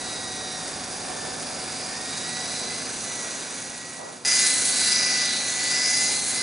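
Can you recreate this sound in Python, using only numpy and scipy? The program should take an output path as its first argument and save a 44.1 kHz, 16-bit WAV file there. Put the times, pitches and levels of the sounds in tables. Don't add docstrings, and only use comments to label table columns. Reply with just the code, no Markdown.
import sys
import numpy as np
from scipy import signal
from scipy.fft import rfft, irfft
from scipy.io import wavfile
from scipy.ndimage import uniform_filter1d

SR = 44100
rng = np.random.default_rng(int(sys.argv[2]) if len(sys.argv) > 2 else 0)


def how_loud(loudness_db):
    steps = np.asarray(loudness_db, float) / 20
    return 10 ** steps


def persist_wave(psi):
    counts = np.round(np.clip(psi, -1, 1) * 32767).astype(np.int16)
    wavfile.write(sys.argv[1], SR, np.atleast_2d(counts).T)


N = 283122
T = np.arange(N) / SR
HZ = np.fft.rfftfreq(N, 1 / SR) + 1e-3
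CUT_S = 4.2492

# frequency in Hz, level in dB per Hz.
TOWN_COLOUR = [(40, -67), (90, -15.5), (150, -5.5), (250, -3.5), (400, -4), (730, -3), (1200, -8),
               (1600, -9), (2500, -30), (4000, -72)]
# frequency in Hz, likeness from 0 to 1.
TOWN_LIKENESS = [(60, .88), (170, .92), (490, .96), (1380, .8), (3940, .8)]
# frequency in Hz, level in dB under the town.
CAMERA_DRIVE = [(81.4, -35), (108.5, -21), (122.5, -22.5), (162.9, -16), (190, -23), (217.2, -15.5),
                (243.8, -14.5), (271.5, -13), (368, -16.5), (490, -21.5)]
# start in seconds, length in seconds, frequency in Hz, width in Hz, level in dB.
DISTANT_SOUNDS = [
    (1.046, 0.7, 583, 500, -40.5),
    (2.603, 0.34, 497, 400, -47),
    (3.99, 0.19, 674, 607, -39),
    (5.9, 0.38, 800, 70, -41.5),
]
TOWN_DB, DEEP_DB, FAN_DB = (-38.5, -39), (-53, -58.5), (-47, -50.5)
FADE_S, TOWN_FADE_S = (3.31, 4.464), (3.07, 5.07)
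DEEP_SAG_DB_PER_S = 1.6
FAN_HZ, FAN_HIDDEN_S, FAN_HIDDEN_DB = 745.5, (2.65, 3), -19

TEETH, PINION = 75, 8
# time in seconds, frequency in Hz.
PITCH_FAR = [(0.0, 1943), (0.38, 1906), (0.6, 1861), (0.9, 1833), (1.27, 1769), (1.72, 1766), (1.86, 1790),
             (2.14, 1899), (2.76, 2030), (2.97, 2015), (3.12, 1983), (3.25, 1926), (4.24, 1932)]
# time in seconds, frequency in Hz.
PITCH_NEAR = [(4.25, 2023), (5.0, 1988), (5.64, 1983), (6.17, 2038), (6.42, 2036)]
# times per rotor turn, swing of the rattle in dB.
GEAR_RUNOUT = [(2, .3), (4, .4), (5, .7), (6, .3), (7, .5), (9.375, .5), (11, .3)]
# place on the turn from 0 to 1, width in turns, extra level in dB.
HARD_TEETH = [
    (.3, .22, 1.7),
    (.22, .018, 1.9),
    (.37, .018, 1.9),
]
# multiple of motor speed, level in dB under the canopy rattle.
MOTOR_TONES = [(5, -26), (6, -15), (7, -18), (8.75, -17), (9.5, -16), (11, -20), (14, -24), (19, -25)]
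# multiple of motor speed, dB under the second mesh tone.
PINION_STRANDS = [(15, -14), (15.61, -13), (16.4, -11), (17, -8), (18, -14), (21, -8), (22, -13), (25, -12),
                  (26, -12)]
# frequency in Hz, width in Hz, level in dB.
PART_RESONANCES = [
    [(1657, 870, -3.5), (1851, 760, 1.5), (2290, 750, 2)],
    [(3590, 870, -6), (4005, 1160, 9.5)],
    [(4903, 560, 1), (5360, 1350, -4.5)],
    [(6145, 450, -5.5), (6615, 1600, 4.5)],
]
# frequency in Hz, level in dB per Hz.
BLADE_COLOUR = [(900, -37), (1500, 5), (3000, 3), (5000, 7), (7400, 10), (8200, 13), (9000, 16),
                (9700, 15.5), (10300, 18), (12000, 1.5)]

# time in seconds, nearness in dB, how squarely the gear face looks at the listener.
FLIGHT_FAR = [(0, 0, 0.31), (.3, -1.5, 0.5), (1.05, -.5, 0.033), (1.28, -.5, 0.18), (2.0, 0.45, 0.65),
              (2.5, 1.5, 0.19), (2.85, 1, 0.39), (3.02, 1.75, -1.9), (4.24, 2, -0.86)]
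# level in dB, swing with the facing in dB.
PARTS_FAR = [
    (-41, 0.5),
    (-41.5, 0.3),
    (-38, 3),
    (-38.5, -1.2),
    (-40, 0.2),
]
WHINE_FAR_DB = [-63, -62.5, -51.5, -63]
# time in seconds, half length in seconds, level in dB.
GLINTS_FAR = [
    [(.25, 0.62, -50), (1.22, 0.16, -48), (2.0, 0.16, -46), (2.37, 0.15, -43.5), (2.72, 0.098, -45),
     (3.2, 0.18, -46.5), (3.92, 0.27, -43)],
    [(.3, 0.4, -44), (1.25, 0.17, -58), (1.7, 0.11, -61), (2.2, 0.17, -45.5), (2.6, 0.24, -42),
     (3.1, 0.067, -49), (3.45, 0.11, -51)],
    [(.5, 0.17, -52), (2.78, 0.34, -49), (3.17, 0.18, -52)],
    [(.1, .28, -53), (1.3, .15, -61), (1.75, .15, -56), (2.3, 0.26, -49), (2.74, 0.32, -52),
     (3.4, 0.29, -55)],
]
FACE_FAR_HZ, CAN_FAR_HZ = -30, -80
LOBE_FAR_HZ, LOBE_FAR_DB, LOBE_FACING_DB = 8220, -8.5, 1

# time in seconds, heading in turns, nearness in dB.
FLIGHT_NEAR = [(4.25, 0.0, -0.5), (4.61, 0.3, 2.3), (4.97, 0.46, 3.5), (5.34, 0.74, 1.7),
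               (5.7, 0.905, -0.9), (6.06, 1.127, -2.6), (6.42, 1.44, -0.0)]
WHINE_NEAR_DB = [-50, -46, -56, -55]
# time in seconds, half length in seconds, level in dB.
GLINTS_NEAR = [
    [(4.4, .24, -32.5), (5.1, .26, -34.5), (5.85, .27, -32.5), (6.44, .1, -39)],
    [(4.49, .12, -39), (4.88, .2, -36.5), (5.35, .12, -37.5), (6.1, .17, -41), (6.45, .12, -39)],
    [(4.27, .15, -38), (4.61, .06, -44), (4.99, .18, -34.5), (5.37, .1, -41.5), (5.9, .1, -42),
     (6.22, .12, -41.5)],
    [(4.42, .12, -43), (4.8, .13, -41.5), (5.1, .15, -51), (6.0, .2, -48)],
]
# mean in dB, one-lobed swing in dB, its turns, two-lobed swing in dB, its turns.
PART_BEAMS = [
    (-35, 1.6, -.009, 2, 0.035),
    (-35.5, 3, -.046, 1.2, .17),
    (-28, 2.1, 0.059, 5.5, 0.037),
    (-29, 4, 0.07, 1.8, 0.094),
    (-31, 4.5, 0.17, 0.2, -0.00078),
]
# swing in dB, heading in turns.
STRUT_SHADE = [(0.9, -0.095), (2.5, -.087), (1.3, -0.092), (1.5, .1), (0.6, 0.12)]
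# mean in Hz, one-lobed swing in Hz, its turns, two-lobed swing in Hz, its turns.
PITCH_SLIDES = [
    (-100, 48, .16, 230, .06),
    (-57.5, 186, .126, 110, -.138),
]
# swing in Hz, heading in turns.
SLIDE_STRUTS = [(110.3, -.05), (93, -.121)]
LOBE_HZ, LOBE_SWING_HZ, ROCK_S, ROCK_TOP_S = 8000, 600, 1.04, 4.33
LOBE_BEAM_DB, LOBE_STRUT = (-16, 2, -6.1, 6.5, -.153), (6.4, -0.032)

PAN_DB = (-1.9, -1.1)
# frequency in Hz, left minus right in dB.
PORT_BALANCE = [(60, -1), (220, -1.0), (820, -1.5), (3030, 0.5), (11200, 1)]
# frequency in Hz, lead of the left port in radians.
PORT_LEAD = [(10, 0), (430, -.55), (1030, -.65), (1980, -.4), (5680, -.1), (11400, 0)]
CUTOFF_HZ = 10545


def rms_one(x):
    return x / np.sqrt(np.mean(x ** 2) + 1e-20)


def either(far, near):
    return np.where(T < CUT_S, far, near)


def along(rows):
    s, *columns = np.transpose(rows)
    return [np.interp(T, s, column) for column in columns]


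def at_hz(points):
    hz, value = np.transpose(points)
    return np.interp(np.log(HZ), np.log(hz + 1e-3), value)


def coloured(x, gain):
    return irfft(rfft(x) * gain, N)


def resonance(hz, width_hz):
    return 1 / (1 + 1j * (HZ - hz ** 2 / HZ) / width_hz)


def drift(rate_hz):
    return rms_one(coloured(rng.standard_normal(N), 1 / (1 + (HZ / rate_hz) ** 2)))


def tone(cycles):
    return np.sqrt(2) * np.sin(2 * np.pi * (cycles + rng.random()))


def slid(x, shift_hz):
    return np.real(signal.hilbert(x) * np.exp(2j * np.pi * np.cumsum(shift_hz) / SR))


def fade_db(start, end):
    left_over = np.clip((end - T) / (end - start), 1e-3, 1)
    return either(20 * np.log10(left_over), 0)


def town_level_db():
    return either(*TOWN_DB) + fade_db(*TOWN_FADE_S)


def traffic():
    alike = np.clip(at_hz(TOWN_LIKENESS), 0, 1)
    mid, side = rfft(rng.standard_normal((2, N)))
    air = np.sqrt(1 + alike) * mid + np.sqrt(1 - alike) * side * [[1], [-1]]
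    rumble = rms_one(irfft(air * how_loud(at_hz(TOWN_COLOUR)), N))
    deep = rms_one(irfft(air * resonance(68, 73) ** 2, N))
    deep_db = either(*DEEP_DB) + fade_db(*FADE_S) - either(DEEP_SAG_DB_PER_S * T, 0)
    return how_loud(town_level_db() - 0.5 + 0.45 * drift(10.0)) * rumble + how_loud(deep_db - 3.0) * deep


def camera_drive():
    return how_loud(town_level_db()) * sum(how_loud(db + 1.6 * drift(2)) * tone(hz * T) for hz, db in CAMERA_DRIVE)


def fan():
    hidden_db = np.interp(T, FAN_HIDDEN_S, [0, FAN_HIDDEN_DB])
    level_db = either(*FAN_DB) + either(hidden_db, 0)
    return how_loud(level_db + 1.2 * drift(8)) * tone(FAN_HZ * T)


def distant_sounds():
    out = np.zeros((2, N))
    for start, length, hz, width, db in DISTANT_SOUNDS:
        swell = np.sqrt(np.sin(np.pi * np.clip((T - start) / length, 0, 1) ** 0.33))
        noise = coloured(rng.standard_normal((2, N)), resonance(hz, width) ** 2)
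        out += how_loud(db) * swell * rms_one(noise)
    return out


def surroundings():
    return traffic() + camera_drive() + fan() + distant_sounds()


def lobes(heading, swing, at, count):
    return swing * np.cos(2 * np.pi * count * (heading - at))


def beam(heading, row, strut):
    mean, one, at_one, two, at_two = row
    broad = mean + lobes(heading, one, at_one, count=1) + lobes(heading, two, at_two, count=2)
    return broad + lobes(heading, *strut, count=4)


def glinting(floors_db, glints):
    levels_db = []
    for floor_db, rows in zip(floors_db, glints):
        swells = sum(how_loud(top_db) * np.exp(-((T - s) / half) ** 2) for s, half, top_db in rows)
        levels_db.append(20 * np.log10(how_loud(floor_db) + swells))
    return levels_db


def far_levels():
    near_db, facing = along(FLIGHT_FAR)
    parts_db = [db + near_db + swing_db * facing for db, swing_db in PARTS_FAR]
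    levels_db = np.array(glinting(WHINE_FAR_DB, GLINTS_FAR) + parts_db) + fade_db(*FADE_S)
    return levels_db, LOBE_FAR_DB + LOBE_FACING_DB * facing


def attitude():
    heading, near_db = along(FLIGHT_NEAR)
    far_db, far_lobe_db = far_levels()
    parts_db = [near_db + beam(heading, row, strut) for row, strut in zip(PART_BEAMS, STRUT_SHADE)]
    levels_db = glinting(WHINE_NEAR_DB, GLINTS_NEAR) + parts_db
    face_hz, can_hz = [beam(heading, row, strut) for row, strut in zip(PITCH_SLIDES, SLIDE_STRUTS)]
    lobe_hz = LOBE_HZ + LOBE_SWING_HZ * np.cos(2 * np.pi * (T - ROCK_TOP_S) / ROCK_S)
    lobe_db = beam(heading, LOBE_BEAM_DB, LOBE_STRUT)
    return (either(far_db, levels_db), either(FACE_FAR_HZ, face_hz), either(CAN_FAR_HZ, can_hz),
            either(LOBE_FAR_HZ, lobe_hz), either(far_lobe_db, lobe_db))


def unevenness(turns):
    runout_db = sum(db * tone(times * turns) for times, db in GEAR_RUNOUT)
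    hardness = 1 + .3 * drift(25)
    ticks_db = sum(db * np.exp(-((turns % 1 - place) / width) ** 2) for place, width, db in HARD_TEETH)
    return runout_db + hardness * ticks_db


def contact_noise(turns, uneven_db, bite=0.47):
    tooth_swell = 1 + bite * np.cos(2 * np.pi * TEETH * turns)
    return how_loud(uneven_db) * tooth_swell * rng.standard_normal(N)


def blades(turns, level_db, lobe_hz, lobe_db, uneven_db):
    hiss = coloured(contact_noise(turns, 1.1 * uneven_db, bite=0.29), how_loud(at_hz(BLADE_COLOUR)))
    lobe = coloured(contact_noise(turns, uneven_db), resonance(8000, 600) ** 2)
    lobe = slid(lobe, lobe_hz - 8000)
    return how_loud(level_db + 1.42 + 0.93 * drift(10)) * (rms_one(hiss) + how_loud(lobe_db) * rms_one(lobe))


def rattle(turns, parts_db, shifts_hz, uneven_db):
    out = 0
    for modes, db, shift_hz in zip(PART_RESONANCES, parts_db, shifts_hz):
        response = sum(how_loud(top_db) * resonance(hz, width) ** 2 for hz, width, top_db in modes)
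        ringing = slid(coloured(contact_noise(turns, .7 * uneven_db), response), shift_hz)
        out = out + how_loud(db - 3.0 + 0.73 * drift(13)) * rms_one(ringing)
    return out


def motor(turns, canopy_db):
    level_db = canopy_db + .6 * (canopy_db + 33)
    motor_turns = turns * TEETH / PINION
    return sum(how_loud(level_db + db + 3.0 * drift(3)) * tone(k * motor_turns) for k, db in MOTOR_TONES)


def strands(turns, second_db):
    motor_turns = turns * TEETH / PINION
    return sum(how_loud(second_db + db + 3.5 * drift(4)) * tone(k * motor_turns + .04 * drift(20))
               for k, db in PINION_STRANDS)


def whine(turns, levels_db, uneven_db):
    teeth = TEETH * turns + .016 * drift(30) + .016 * uneven_db
    return sum(how_loud(db + .9 + .3 * uneven_db + 1.0 * drift(14)) * tone(k * teeth)
               for k, db in enumerate(levels_db, 1))


def with_echoes(direct, gears):
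    echoes = rng.standard_normal((2, 8000)) * np.exp(-np.arange(8000) / (.04 * SR))
    echoes = echoes / np.linalg.norm(echoes[0])
    dull = coloured(direct - 1.3 * gears, 1 / (1 + 1j * HZ / 3000))
    return direct + how_loud(-4) * signal.fftconvolve(dull[None], echoes)[:, :N]


def helicopter():
    mesh_hz = uniform_filter1d(either(along(PITCH_FAR)[0], along(PITCH_NEAR)[0]), size=2000)
    turns = np.cumsum(mesh_hz) / SR / TEETH
    levels_db, face_hz, can_hz, lobe_hz, lobe_db = attitude()
    mesh_db, parts_db = np.split(levels_db, [len(GLINTS_FAR)])
    uneven_db = unevenness(turns)
    gears = whine(turns, mesh_db, uneven_db) + motor(turns, parts_db[0]) + strands(turns, mesh_db[1])
    still = 0 * face_hz
    body = rattle(turns, parts_db[:4], [still, still, face_hz, can_hz], uneven_db)
    hiss = blades(turns, parts_db[4], lobe_hz, lobe_db, uneven_db)
    return with_echoes(gears + body + hiss, gears)


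def scene():
    pan = how_loud(either(*PAN_DB) / 2 * [[1], [-1]])
    return surroundings() + helicopter() * pan


def band_limit(x):
    return signal.sosfilt(signal.butter(12, 11820, fs=SR, output="sos"), x)


def record(dry):
    left = how_loud(at_hz(PORT_BALANCE) / 2) * np.exp(.5j * at_hz(PORT_LEAD))
    top_cut = np.clip((CUTOFF_HZ - HZ) / 60, 0, 1)
    mix = coloured(dry, np.array([left, 1 / left]) * top_cut)
    return band_limit(mix)


dry = scene()
out = record(dry)
persist_wave(out)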